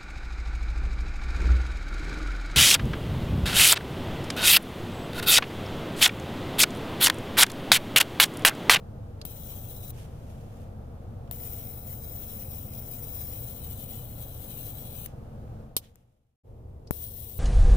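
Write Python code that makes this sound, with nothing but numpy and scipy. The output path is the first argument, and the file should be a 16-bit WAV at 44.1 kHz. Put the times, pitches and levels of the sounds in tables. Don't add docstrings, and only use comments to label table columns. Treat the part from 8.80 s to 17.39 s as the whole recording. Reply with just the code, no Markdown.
import sys
import numpy as np
from scipy import signal
from scipy.fft import rfft, irfft
from scipy.io import wavfile
from scipy.ndimage import uniform_filter1d

SR = 44100
rng = np.random.default_rng(int(sys.argv[2]) if len(sys.argv) > 2 else 0)


def put_to_file(sound):
    columns = np.atleast_2d(sound).T
    safe = np.clip(columns, -1, 1)
    whole_steps = np.round(safe * 32767)
    wavfile.write(sys.argv[1], SR, whole_steps.astype(np.int16))


N = 378785
T = np.arange(N) / SR
BREAK_S = 7.6


def undb(db):
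    return 10 ** (np.asarray(db) / 20)


def curve(rows):
    s, *columns = np.transpose(rows)
    return [np.interp(T, s, c) for c in columns]


def unit(x):
    return x / np.std(np.atleast_2d(x).mean(axis=0))


def pan(db):
    return undb(np.array([[1], [-1]]) * db / 2)


def colour(x, points):
    size = 16384
    hz, db = np.transpose(points)
    bins_hz = np.fft.rfftfreq(size, 1 / SR)
    gain_db = np.interp(np.log(bins_hz + 1), np.log(hz), db)
    cepstrum = irfft(np.log(undb(gain_db)))[:size // 2]
    cepstrum[1:] *= 2
    response = irfft(np.exp(rfft(cepstrum, size)))[:size // 2]
    filtered = signal.fftconvolve(np.atleast_2d(x), response[None], axes=1)
    return filtered[:, :x.shape[-1]].reshape(x.shape)


def band(x, hz, width):
    return signal.lfilter(*signal.iirpeak(hz, hz / width, fs=SR), x)


def top_cut(x):
    return signal.sosfilt(signal.ellip(12, .2, 80, 15550, fs=SR, output="sos"), x)


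def walk(rate):
    k = max(int(SR / rate), 1)
    held = np.repeat(rng.standard_normal(N // k + 1), k)
    return 1.3 * uniform_filter1d(uniform_filter1d(held, k), k)[:N]


def ring(t60):
    return np.exp(-np.log(1000) * T[:SR // 4] / t60)


def burst(t60):
    return rng.standard_normal((2, SR // 4)) * ring(t60)


def add(out, s, x, db):
    i = int(s * SR)
    scaled = x * undb(db) / np.abs(x.mean(axis=0)).max()
    out[:, i:i + x.shape[1]] += scaled[:, :N - i]


def engine(wander=0.0091, uneven=.07, later_db=-7):
    # multiple, level_db (rms before the break)
    harmonics = [(1, -48.5), (2, -52), (3, -48.5), (4, -51), (5, -51), (6, -61.5), (9, -57), (10, -69)]
    idle_hz = 24.18
    turns = np.cumsum(idle_hz * (1 + wander * walk(2))) / SR
    drone = 0
    for multiple, db in harmonics:
        waver = 1 + min(uneven * multiple, .6) * walk(12)
        drone = drone + undb(db) * waver * np.sin(2 * np.pi * (multiple * turns + rng.random()))
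    return np.sqrt(2) * drone * undb(later_db * (T > BREAK_S))


def cabin(spectrum, db, swell_db=0.9):
    # hz, side_minus_mid_db
    side_colour = [(60, -15.5), (130, -20.5), (260, -10.5), (500, -5), (1100, -1), (2500, -1), (12000, -1)]
    # centre_hz, width_hz, lift_db
    resonances = [(111, 20, 4), (465.6, 45, 4.5), (516, 28, 3), (622, 24, 2)]
    mid, side = rng.standard_normal((2, N))
    air = colour(mid + np.array([[1], [-1]]) * colour(side, side_colour), spectrum)
    air = air + sum((undb(lift_db) - 1) * band(air, hz, width) for hz, width, lift_db in resonances)
    boom = band(air, 100, 120)
    swell = undb(swell_db * walk(7.8)) - 1
    return unit(air + boom * swell) * undb(db)


def strokes():
    # start_s, length_s, level_db (relative)
    rubs = [(1.108, 0.13, -57.5), (1.27, 0.24, -66.5), (1.453, 0.38, -67), (6.244, .03, -61),
            (7.003, 0.029, -50.5), (7.123, 0.45, -60)]
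    attack_s, release_s = 0.04, 0.054
    pressure = undb(-77.5)
    for s, length, db in rubs:
        attack = np.clip((T - s) / attack_s, 0, 1)
        release = np.exp(-np.maximum(T - s - length, 0) / release_s)
        pressure = np.hypot(pressure, undb(db) * attack * release)
    return pressure


def fingers(grain_db=1.0, catch_db=0.9, later_db=-6):
    # hz, gain_db
    rub_colour = [(800, -5.5), (2000, 3), (3300, 3.5), (4300, -3), (6000, -1), (8000, -3), (11000, -1.5),
                  (15000, -5)]
    grains = rng.standard_normal((2, N)) * undb(grain_db * walk(300) + catch_db * walk(25))
    return unit(colour(grains, rub_colour)) * strokes() * undb(later_db * (T > BREAK_S))


def ticks(width_hz=600):
    # start_s, peak_db (before the fade), ring_hz, t60_s, left_minus_right_db, crack_gain_db
    clicks = [(.4148, -32.5, 4400, .026, 0, -13), (2.476, -53.5, 3000, .04, 0, -6),
              (7.1572, -24.5, 13000, .003, 14, -4), (8.072, -48.5, 5000, .06, 0, -16)]
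    out = np.zeros((2, N))
    for s, db, hz, t60, pan_db, crack_db in clicks:
        crack = signal.lfilter(*signal.butter(1, hz, fs=SR), burst(t60 / 2))
        resonance = band(burst(t60), hz, width_hz)
        add(out, s, (resonance + undb(crack_db) * crack) * pan(pan_db), db)
    return out


def spits(per_second=35, lift=0.59, t60=0.0044):
    jumps = (rng.random(N) < per_second / SR) * rng.exponential(size=N)
    return 1 + lift * signal.fftconvolve(np.minimum(jumps, 2), ring(t60))[:N]


def scatter(t60, evenness=0.032):
    paths = rfft(rng.standard_normal(SR // 4) * ring(t60))
    power = np.abs(paths) ** 2
    whitened = irfft(paths / np.sqrt(power + evenness * power.mean()))
    lead = 64
    return np.roll(whitened, lead)[:SR // 40]


def at_ports(x, t60=(.003, .022), shifting_db=(-14, -1), shifts_per_s=24, lag_s=.0004, count=8):
    def heard(smear):
        return signal.fftconvolve(x, scatter(smear))[:N]

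    def shifting():
        return unit(sum(walk(shifts_per_s) * heard(t60[1]) for _ in range(count)))

    left, right = (unit(unit(heard(smear)) + undb(db) * shifting()) for smear, db in zip(t60, shifting_db))
    return left, np.roll(right, int(lag_s * SR))


def arc(per_second=6000, scatter_db=2.5, flutter_db=0.86, waver_db=1.44, surge_db=0.63, hiss_db=7.0, later_db=-2.5):
    # on_s, off_s
    burns = [(.4515, 1.108), (2.514, 6.265), (8.107, 8.7)]
    # time_s, level_db (relative)
    hiss_level = [
        [(.45, -47), (1.11, -48)],
        [(2.53, -44.5), (2.61, -44), (2.85, -44.8), (3.02, -47), (3.64, -45.5), (3.88, -47), (4.03, -43),
         (4.28, -47), (4.48, -43.5), (4.96, -50), (5.15, -47), (5.3, -50), (5.62, -48.5), (5.78, -43.5),
         (6.05, -48.5), (6.25, -47)],
        [(8.12, -44.5), (8.58, -45.5)],
    ]
    # time_s, then shares of broadside, end_on, oblique, raised
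    pose = [(1.2, 1, 0, 0, 0), (1.6, 0, 1, 0, 0), (4.55, 0, 1, 0, 0), (5.0, 0, 0, 1, 0), (7.5, 0, 0, 1, 0),
            (7.7, 0, 0, 0, 1)]
    # hz, left_db, right_db (relative)
    broadside = [(600, -42, -34), (1400, -38, -30), (2200, -29, -31), (3000, -27, -21.5),
                 (3970, -18.5, -17), (4560, -34, -33), (5200, -25, -29), (5850, -19.5, -23),
                 (7060, -22.5, -23.5), (8000, -22.5, -23), (9000, -19.5, -21), (9850, -13, -25),
                 (10500, -23, -24), (11200, -14, -25), (12900, -12, -21), (13800, -5.5, -18),
                 (14800, -11, -15), (15420, 1, -14)]
    end_on = [(600, -32, -31.5), (1400, -30.5, -29), (2240, -24.5, -28), (3170, -27, -23.5),
              (4070, -20, -21), (4680, -40.5, -37), (4930, -24.5, -20), (4980, -29, -32.5),
              (5360, -23, -23), (7300, -21.5, -24.5), (8300, -21.5, -23.5), (8950, -16, -22.5),
              (10200, -17.5, -22), (10900, -14.5, -23), (13460, -15, -16), (14560, 0.5, -18),
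              (15350, 2, -8)]
    oblique = [(600, -36.5, -37), (1399.9, -31.5, -32), (2150, -27, -31), (3080, -20, -18.5),
               (4070, -17.5, -19.5), (4550, -27.5, -28), (5250, -31, -33), (5697, -24, -22.5),
               (7100, -22.5, -26.5), (8200, -19, -20), (8540, -22.5, -20.5), (9100, -13.5, -22.5),
               (10200, -18, -24), (11330, -10.5, -23), (12240, -16.5, -22), (13200, -3.5, -16),
               (14000, -11.5, -19), (15270, 0, -16)]
    raised = [(600, -42, -42), (1200, -35, -36), (1900, -31, -30), (2630, -25.5, -40), (3630, -19.5, -21.5),
              (4400, -22.5, -27), (5000, -30, -35), (5460, -20, -30), (6900, -22, -32), (9200, -14.5, -27),
              (10800, -13, -26), (12200, -12, -20), (13700, -7, -19), (14300, -3.5, -15), (15200, -0.5, -9)]
    lit = sum((T >= on) & (T < off) for on, off in burns)
    sparks = (rng.random(N) < per_second / SR) * undb(scatter_db * rng.standard_normal(N))
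    unrest_db = flutter_db * walk(1100) + waver_db * walk(40) + surge_db * walk(11)
    sparks = (sparks - sparks.mean()) * undb(unrest_db)
    left, right = at_ports(top_cut(sparks * spits() * lit))
    out = 0
    for share, table in zip(curve(pose), map(np.array, (broadside, end_on, oblique, raised))):
        hiss = np.array([colour(left, table[:, :2]), colour(right, table[:, ::2])])
        out = out + share * hiss / hiss.std()
    level_db = hiss_db + later_db * (T > BREAK_S) + curve(np.vstack(hiss_level))[0]
    return out * np.sqrt(lit.mean()) * undb(level_db)


def snaps(thump_pan_db=30):
    # start_s, peak_db, t60_s, left_minus_right_db, thump_peak_db (before the fade)
    breakdowns = [(.452, -17, .02, 8, -32), (1.1045, -23.5, .014, 5, -60), (2.5121, -15.5, .009, 7, -55),
                  (6.2605, -21.5, .012, 6, -60), (8.109, -14.5, .003, 8, -15.5),
                  (8.1132, -27, .006, 7, -65)]
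    # hz, gain_db
    snap_colour = [(300, -3), (1500, -15.5), (3500, -10.5), (5400, -15), (7000, -14), (11000, -3),
                   (15000, 2)]
    out = np.zeros((2, N))
    kick = -band(signal.unit_impulse(SR // 4), 90, 125)
    kick = signal.lfilter(*signal.butter(1, 1700, fs=SR), kick)
    for s, db, t60, pan_db, thump_db in breakdowns:
        add(out, s, colour(burst(t60), snap_colour) * pan(pan_db), db)
        add(out, s, kick * pan(thump_pan_db), thump_db)
    return out


def lid(crack_t60=0.008, tail_t60=0.066, tail_db=-11, modes_db=-18, knock_db=-32, knock_hz=650, pan_db=1.0):
    # start_s, peak_db (before the fade)
    contacts = [(6.9657, -4.5), (6.9663, -3.5), (6.9678, -9), (6.9697, -15), (6.9757, -23), (6.9845, -32)]
    # hz, level_db (relative), t60_s
    modes = [(2930, -13, .03), (3150, -11, .035), (3750, -9, 0.05), (4280, -8, .045), (4770, -8, 0.055),
             (5570, -9.5, .035), (5820, -3, .03), (8200, -6, 0.04), (8750, -3, .036), (9650, -8, 0.032),
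             (10640, -4.5, .042), (11150, -4, 0.039), (11600, 1.5, 0.043), (12130, -0.5, 0.05)]
    # hz, gain_db
    crack_colour = [(150, 2), (450, -2), (750, -5.5), (1090, -3.5), (1600, -17), (2200, -12), (3100, -3.5),
                    (5700, -3), (6800, -7.5), (8700, -3.5), (11400, -2), (15500, 1), (17000, -15.5)]
    out = np.zeros((2, N))
    treble = signal.butter(2, 2200, "high", fs=SR, output="sos")
    for s, db in contacts:
        rattle = signal.sosfilt(treble, burst(tail_t60))
        crack = colour(burst(crack_t60) + undb(tail_db) * rattle, crack_colour)
        case = 0
        for hz, mode_db, t60 in modes:
            vibration = np.sin(2 * np.pi * (hz * T[:SR // 4] + rng.random((2, 1))))
            case = case + undb(mode_db) * ring(t60) * vibration
        add(out, s, (crack + undb(modes_db) * case) * pan(pan_db), db)
    knock_band = signal.butter(2, (150, knock_hz), "band", fs=SR, output="sos")
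    knock = signal.sosfilt(knock_band, signal.unit_impulse(SR // 4))
    add(out, contacts[0][0], np.array([knock, knock]), knock_db)
    return out


def scrape(hz=3500, width_hz=1100, grain_db=3, attack_s=.012, release_s=.03):
    # start_s, length_s, level_db (before the fade)
    s, length, db = (7.032, 0.022, -53)
    grains = rng.standard_normal((2, N)) * undb(grain_db * walk(400))
    pressure = np.clip((T - s) / attack_s, 0, 1) * np.exp(-np.maximum(T - s - length, 0) / release_s)
    return unit(band(grains, hz, width_hz)) * pressure * undb(db)


def fade():
    opening_db, fade_start_s, fade_db_per_s = -2, 6.81, 48
    mute_s, return_s, return_rise_s = 7.56, 7.635, 0.034
    leaving = undb(opening_db - fade_db_per_s * np.maximum(T - fade_start_s, 0)) * (T < mute_s)
    returning = 1 - np.exp(-np.maximum(T - return_s, 0) / return_rise_s)
    return leaving + returning


def scene():
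    # hz, level_db (relative)
    spectrum_before = [(20, -17), (45, -8.5), (85, 0.5), (130, -1.5), (175, -7), (300, -13.5), (390, -19),
                       (490, -16), (790, -19.5), (1000, -29), (1300, -30), (2000, -42), (4000, -48),
                       (7500, -53), (15000, -51.5)]
    spectrum_after = [(20, -12), (45, -2.5), (85, 3.5), (130, -4), (200, -13.5), (300, -16), (440, -13.5),
                      (550, -19), (720, -21), (1000, -29), (1450, -41), (3000, -51), (7000, -56),
                      (15000, -53)]
    before, after = cabin(spectrum_before, -40.8), cabin(spectrum_after, -46.5)
    left, right = engine() + np.where(T < BREAK_S, before, after)
    car = np.array([left, np.roll(right, int(.0003 * SR))]) * pan(.6)
    return arc() + snaps() + ticks() + lid() + scrape() + fingers() + car


def record(dry):
    return top_cut(dry * fade())


dry = scene()
out = record(dry)
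put_to_file(out)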